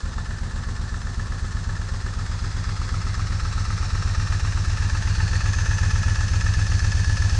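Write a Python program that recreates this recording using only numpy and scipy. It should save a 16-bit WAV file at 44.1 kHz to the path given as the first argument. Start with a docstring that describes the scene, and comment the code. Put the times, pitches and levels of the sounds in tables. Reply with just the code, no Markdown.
"""Walking round an idling V-twin

A big cruiser idles on a driveway while the listener walks from its front wheel round to its right side.
Two unevenly spaced firings per cycle thump through the pipes; pistons and valve gear knock on the
crankcase and the cylinders, over the whirr of chains and gears."""
import sys
import numpy as np
from scipy import signal
from scipy.fft import rfft, irfft, next_fast_len
from scipy.io import wavfile

SR = 44100
rng = np.random.default_rng(int(sys.argv[2]) if len(sys.argv) > 2 else 0)


def master(y):
    """Save y as 16-bit WAV."""
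    cut = np.clip(np.atleast_2d(y).T, -1, 1)
    pcm = np.round(cut * 32767)  # scale
    wavfile.write(sys.argv[1], SR, pcm.astype(np.int16))


N = 325885


def from_db(db):
    """Decibels to gain."""
    return 10 ** (np.asarray(db) / 20)


def unit_power(x):
    """Scale to an RMS of one."""
    return x / np.sqrt(np.mean(x ** 2) + 1e-20)


def in_time(curve):
    """A curve of (seconds, value) points at every sample."""
    return np.interp(np.arange(N) / SR, *np.transpose(curve))


def colour(x, spectrum):
    """Shape a sound with a broad EQ curve; unit power."""
    hz, db = np.transpose(spectrum)
    size = next_fast_len(N + 4096)
    log_hz = np.log(np.maximum(np.fft.rfftfreq(size, 1 / SR), 1))
    gain = from_db(np.interp(log_hz, np.log(hz), db, left=-80, right=-80))
    return unit_power(irfft(rfft(x, size) * gain, size)[:N])


def fade(x, seconds):
    """Every click becomes a dying exponential of the same height."""
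    return signal.lfilter([1], [1, -np.exp(-1 / (seconds * SR))], x + 1e-18)


def soften(x, corner_hz):
    """Two one-pole low-passes round a click into a puff."""
    r = np.exp(-2 * np.pi * corner_hz / SR)
    return signal.lfilter([(1 - r) ** 2], [1, -2 * r, r * r], x + 1e-18)


def ring(x, hz, width_hz):
    """A resonance: each click starts a dying cosine."""
    r = np.exp(-np.pi * width_hz / SR)
    return signal.lfilter([.5, 0, -.5], [1, -2 * r * np.cos(2 * np.pi * hz / SR), r * r], x)


def hollow(x, hz=3150, width_hz=62, depth=.19):
    """A narrow, shallow dip between the clatter and the sizzle."""
    return x - depth * 2 * np.pi * width_hz / SR * ring(x, hz, width_hz)


def metal_body(force, modes, place, rubbing):
    """Knocks and the hiss of sliding surfaces ring a part's modes, each radiating its own way."""
    drive = force + rubbing * rng.standard_normal(N)
    out = 0
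    for k, (hz, width_hz, *levels_db) in enumerate(modes):
        gain = from_db(np.interp(place, [0, .5, 1], levels_db))
        out += (-1) ** k * gain * unit_power(ring(drive, hz, width_hz))
    return out


def passing_band(drive, band, place, skirt_hz):
    """One narrow band that swells as the listener nears its spot on the walk."""
    hz, width_hz, db, spot, half_width = band
    tone = unit_power(ring(ring(drive, hz, width_hz), hz, skirt_hz))
    return from_db(db) * tone / (1 + ((place - spot) / half_width) ** 2)


# The slow drift of the idle. Each row: time in seconds, crank speed in rpm.
IDLE_DRIFT = [(0, 966.8), (.75, 934.5), (1.36, 970.7), (3.59, 943.4), (4.05, 975.5), (5.26, 939.2),
              (5.73, 965.9), (6.66, 939.5), (7.39, 961.3)]

def crank(hunt_rpm=8.57, hunt_hz=.961, crest_s=.665, start_cycle=-.2314):
    """Engine cycles done so far, two turns each; the idle drifts and hunts."""
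    hunting = hunt_rpm * np.cos(2 * np.pi * hunt_hz * (np.arange(N) / SR - crest_s))
    return start_cycle + np.cumsum(in_time(IDLE_DRIFT) + hunting) / (120 * SR)


def strokes(cycles, degrees, spread_db, jitter_s):
    """One click per engine cycle at a crank angle, each a little different in strength and moment."""
    due = np.arange(-1, 61) + degrees / 720
    timing, strength = rng.standard_normal((len(due), 2)).T
    at = np.interp(due, cycles, np.arange(N), left=-N, right=2 * N) + jitter_s * SR * timing
    heard = (at >= 0) & (at < N)
    clicks = np.zeros(N)
    clicks[at[heard].astype(int)] = from_db(spread_db * strength[heard])
    return clicks


# Accents in the knocking. Each row: time in seconds, boost or cut in dB.
KNOCK_ACCENTS = [(.561, 1), (.687, 1.5), (.943, -2.5), (1.071, -3), (1.322, 0), (1.943, 3), (2.443, 3),
                 (3.143, 3), (3.323, -0.5), (3.396, 3), (3.525, 2), (3.578, 1), (3.705, 0.5), (4.326, 3.5),
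                 (5.356, 5), (5.535, -0.5), (5.662, 1), (6.794, 0.5), (7.045, -1)]

def knock_strength(reach_s=.008):
    """Gain of the strikes: now and then a piston slaps harder or softer than usual."""
    gain = np.ones(N)
    for s, db in KNOCK_ACCENTS:
        gain[int((s - reach_s) * SR):int((s + reach_s) * SR)] = from_db(db)
    return gain


# The clatter's rhythm over one cycle. Each row: crank angle in degrees, relative sends to crankcase,
# cylinders and valve covers in dB, chatter decay in seconds, boost or cut from the front in dB.
METAL_CONTACTS = [(45, -17, -14, -11, .005, -4), (100, -22, -11, -18, .005, -2),
                  (146, -2.5, -2, -7, .005, 1), (190, -9, -12, -9, .005, 0), (240, -19, -18, -11, .008, 0),
                  (277, -11, -4, -11, .008, -3), (335, -17, -13, -13, .008, 0),
                  (455, -15, -16, -20, .005, 0), (512, -14, -9, -14, .008, 5),
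                  (573, -2.5, -2.5, -3, .005, -3), (622, -14, -7, -11, .005, -1)]
# The attack: weight of the strike against its chatter, for crankcase, cylinders and valve covers.
STRIKE_WEIGHTS = [6.5, 5.5, 1.5]

def contact_forces(cycles, place):
    """Each contact is a hard strike and a dying chatter of micro-impacts; one force per engine part."""
    forces = np.zeros((3, N))
    frontal = np.clip(1 - place, 0, 1) ** 2
    strength = knock_strength()
    for degrees, *sends_db, decay_s, front_db in METAL_CONTACTS:
        strike = strength * strokes(cycles, degrees, spread_db=.5, jitter_s=.00012)
        chatter = fade(strike, decay_s) * rng.standard_normal(N)
        contact = np.outer(STRIKE_WEIGHTS, strike) + chatter
        forces += from_db(sends_db)[:, None] * contact * from_db(front_db * frontal)
    return [unit_power(force) for force in forces]


# The whirr's tone from the front and from the side. 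Each row: frequency in Hz, relative level in dB.
WHIRR_FRONT_EQ = [(1500, 6.5), (2250, -7), (2650, -3.5), (3150, -8.5), (3700, -3), (4300, -2), (5000, -2),
                  (5700, -2.5), (6700, -4.5), (7700, -6.5), (8200, -10), (9300, -13), (10200, -26.5),
                  (11000, -24.5)]
WHIRR_SIDE_EQ = [(1500, 3), (2200, -3.5), (2600, 1.5), (2950, -3), (3600, -1.5), (4400, -1.5), (4850, 2.5),
                 (5500, 3), (6300, 4), (7000, -1.5), (7800, -8.5), (8200, -8), (9400, -11), (11000, -25.5)]

def whirr(cover_force, place, steady=3.2, front_db=-46, side_db=-38.5):
    """Chains and gears hiss, swelling a little whenever the valve springs load them."""
    load = steady + unit_power(fade(np.abs(cover_force), seconds=.0015))
    front = colour(load * rng.standard_normal(N), WHIRR_FRONT_EQ)
    beside = colour(load * rng.standard_normal(N), WHIRR_SIDE_EQ)
    share = np.clip(place, 0, 1) ** 2
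    hiss = np.sqrt(1 - share) * front + np.sqrt(share) * beside
    return from_db(front_db + (side_db - front_db) * place) * hollow(hiss)


# Shifting treble peaks in the hiss. Each row: centre in Hz, width in Hz, level at its loudest in dB,
# place where it is loudest, half-width of the swell in units of the walk.
HISS_PEAKS = [(2065, 210, -52, 0.38, 0.14), (2405, 99, -55, 0.69, 0.17), (2530, 61, -49, 0.98, 0.11),
              (2796, 24, -55, .77, 0.15), (3380, 97, -55.5, 0.33, 0.13), (3970, 310, -50.5, 0.68, 0.31),
              (4340, 380, -49.5, 0.51, 0.28), (4420, 300, -43, 0.88, 0.057), (4420, 76, -45, 1.126, 0.1),
              (4910, 150, -50, 0.31, 0.08), (5400, 320, -47, 0.63, 0.22), (5710, 140, -56.5, 0.53, .15),
              (6090, 64, -52, 1.04, 0.63), (6250, 230, -42.5, 0.956, 0.052), (6420, 170, -57.5, 0.3, 0.24),
              (7520, 69, -59, 0.61, 0.84), (7850, 79, -59, 1.8, 0.68)]

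def hiss_peaks(cover_force, place, steady=1.24):
    """Narrow bright bands in the engine's hiss swell and fade as the listener walks."""
    pulsing = steady + unit_power(fade(np.abs(cover_force), seconds=.01))
    return sum(passing_band(pulsing * rng.standard_normal(N), band, place, skirt_hz=900)
               for band in HISS_PEAKS)


# Valves landing on their seats. Each row: crank angle in degrees, relative level in dB, pitch in Hz.
VALVE_LANDINGS = [(168, -6, 5330), (586, 0, 5190), (650, -10, 5120)]
# The fader ride on their clinks. Each row: place on the walk, level in dB.
CLINK_LEVELS = [(0, -62), (.45, -53.5), (.8, -57), (1.0, -50), (1.14, -47)]

def valve_clinks(cycles, place, width_hz=120, skirt_hz=700):
    """Each seating valve gives a short clink of its own pitch, loudest behind the engine."""
    clinks = 0
    for degrees, db, hz in VALVE_LANDINGS:
        landings = strokes(cycles, degrees, spread_db=.5, jitter_s=.00033)
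        clinks += from_db(db) * ring(ring(landings, hz, width_hz), hz, skirt_hz)
    return from_db(np.interp(place, *np.transpose(CLINK_LEVELS))) * unit_power(clinks)


# The bright tick of the valve covers. Each row: pitch in Hz, width in Hz, then level in dB
# from the front, the corner and the side.
VALVE_COVER_MODES = [(2480, 460, -65, -53, -51), (3560, 1000, -53.5, -67, -49), (5170, 350, -91, -61, -76),
                     (7540, 99, -67, -65, -53)]

def valve_gear(cover_force, place, top_hz=8000):
    """Tappets tick on the thin covers."""
    ticks = metal_body(cover_force, VALVE_COVER_MODES, place, rubbing=.42)
    return hollow(signal.sosfilt(signal.butter(4, top_hz, fs=SR, output="sos"), ticks))


# One slap per piston per cycle. Each row: crank angle in degrees, relative level in dB.
PISTON_SLAPS = [(160, 0), (588, -3)]
# The pitched clack of the side covers. Each row: pitch in Hz, width in Hz, level at its loudest in dB,
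# place where it is loudest, half-width of the swell in units of the walk.
SIDE_COVER_MODES = [(530, 25, -57, 1.1, .3), (880, 28, -51.5, .9, .25), (1225, 55, -48.5, .55, .25),
                    (1290, 42, -44.5, .5, .2), (1310, 45, -46, 1.0, .12), (1735, 45, -50, .1, .15),
                    (1770, 45, -42.5, .95, .11), (2640, 50, -52, .95, .25)]

def piston_clacks(cycles, place):
    """Each piston's slap sets the engine's side covers ringing at clear pitches."""
    slaps = knock_strength() * sum(from_db(db) * strokes(cycles, degrees, spread_db=1, jitter_s=.0003)
                                   for degrees, db in PISTON_SLAPS)
    return sum(passing_band(slaps, mode, place, skirt_hz=190) for mode in SIDE_COVER_MODES)


# The midrange knock of the block. Each row: pitch in Hz, width in Hz, then level in dB
# from the front, the corner and the side.
CRANKCASE_MODES = [(369, 47, -55.5, -55.5, -56.5), (528, 70, -57, -58, -53.5), (875, 55, -56, -53.5, -51.5),
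                   (1089, 134, -50, -47.5, -47), (1288, 110, -48.5, -42.5, -44.5),
                   (1411, 65, -51.5, -48, -48)]
CYLINDER_MODES = [(1630, 200, -51.5, -45, -39), (1711, 47, -46.5, -47, -34),
                  (1797, 105, -47.5, -47.5, -39.5)]

def engine_block(case_force, cylinder_force, place, dull_hz=2050):
    """Knocks ring the crankcase and the cylinders; the oil film keeps them dull."""
    case = metal_body(case_force, CRANKCASE_MODES, place, rubbing=.99)
    cylinders = metal_body(cylinder_force, CYLINDER_MODES, place, rubbing=.66)
    return signal.sosfilt(signal.butter(6, dull_hz, fs=SR, output="sos"), case + cylinders)


# The beat of each cylinder's gas. Each row: crank angle in degrees, push (+) or suction (-).
FRONT_PULSES = [(16.8, 1.0), (58.7, -.51), (151, .8)]
REAR_PULSES = [(276.8, -.7), (305, 1.0), (460.5, .53)]
# The boom of each pipe and its silencer. 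Each row: pitch in Hz, width in Hz, signed gain from the
# front, signed gain from the side.
FRONT_PIPE_MODES = [(24.5, 22, .134, .237), (69.9, 19, .103, .317), (74.9, 7, -.123, -.191),
                    (100, 7, -.048, -.15), (132, 7, .011, -.029), (138.5, 7, -.039, -.063),
                    (155, 9, .026, .031), (206, 8, .014, -.003), (249, 42, -.029, -.02),
                    (279, 14, .008, .014)]
REAR_PIPE_MODES = [(33, 7, .037, .086), (55.2, 7, -.028, -.013), (64.9, 44, .118, .383),
                   (97.8, 10, -.05, -.199), (142.3, 7, -.01, .007), (154.7, 40, -.082, -.249),
                   (164.6, 7, .027, .065), (214, 12, .008, .014), (226, 13, -.013, .019),
                   (241, 11, .02, -.01)]
# The breath of gas leaving the pipes. Each row: frequency in Hz, relative level in dB.
TURBULENCE_EQ = [(18, -6), (30, -9), (60, -9), (120, -7), (160, -8), (225, -9.5), (300, -18), (450, -20),
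                 (600, -21), (720, -18), (1000, -18.5), (2000, -31)]

def exhaust(cycles, place, thump_trim_db=.12, breath_front_db=-43, breath_side_db=-40.5):
    """Each cylinder's gas pulses ring its own pipe and tear into faint turbulence."""
    blend = np.maximum(place, 0) ** .94   # the side tone arrives slightly early in the walk
    thump, flow = 0, 0
    for pulses, pipe in ((FRONT_PULSES, FRONT_PIPE_MODES), (REAR_PULSES, REAR_PIPE_MODES)):
        kicks = sum(push * strokes(cycles, degrees, spread_db=.6, jitter_s=.00022)
                    for degrees, push in pulses)
        puffs = soften(kicks, corner_hz=250)
        for hz, width_hz, front, beside in pipe:
            thump += ring(puffs, hz, width_hz) * (front + (beside - front) * blend)
        flow += np.abs(puffs)
    gusts = 1 + unit_power(fade(flow, seconds=.035))
    breath = colour(rng.standard_normal(N) * gusts, TURBULENCE_EQ)
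    breath_db = np.interp(place, [0, 1], [breath_front_db, breath_side_db])
    return from_db(thump_trim_db) * thump + from_db(breath_db) * breath


# The listener's path. Each row: time in seconds, place on the walk (0 in front of the bike,
# 1 beside the engine, more towards the pipe ends).
LISTENER_PATH = [(0, 0.012), (1.5, 0.12), (2.3, 0.23), (3.0, 0.39), (4.5, 0.72), (5.2, 0.854), (5.8, 1),
                 (7.39, 1.12)]

def scene():
    """The crank drives everything; the listener's place sets the mono mix."""
    cycles, place = crank(), in_time(LISTENER_PATH)
    case_force, cylinder_force, cover_force = contact_forces(cycles, place)
    clatter = engine_block(case_force, cylinder_force, place) + valve_gear(cover_force, place)
    clatter *= from_db(-25 * np.maximum(place - 1, 0))   # fades once the listener is past the engine
    hiss = whirr(cover_force, place) + hiss_peaks(cover_force, place)
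    pipes = exhaust(cycles, place)
    return (pipes + clatter + piston_clacks(cycles, place) + valve_clinks(cycles, place) + hiss)[None]


def record(dry, cutoff_hz=10800):
    """A steep low-pass takes off the top."""
    return signal.sosfilt(signal.ellip(10, .1, 80, cutoff_hz, fs=SR, output="sos"), dry)


dry = scene()
out = record(dry)
master(out)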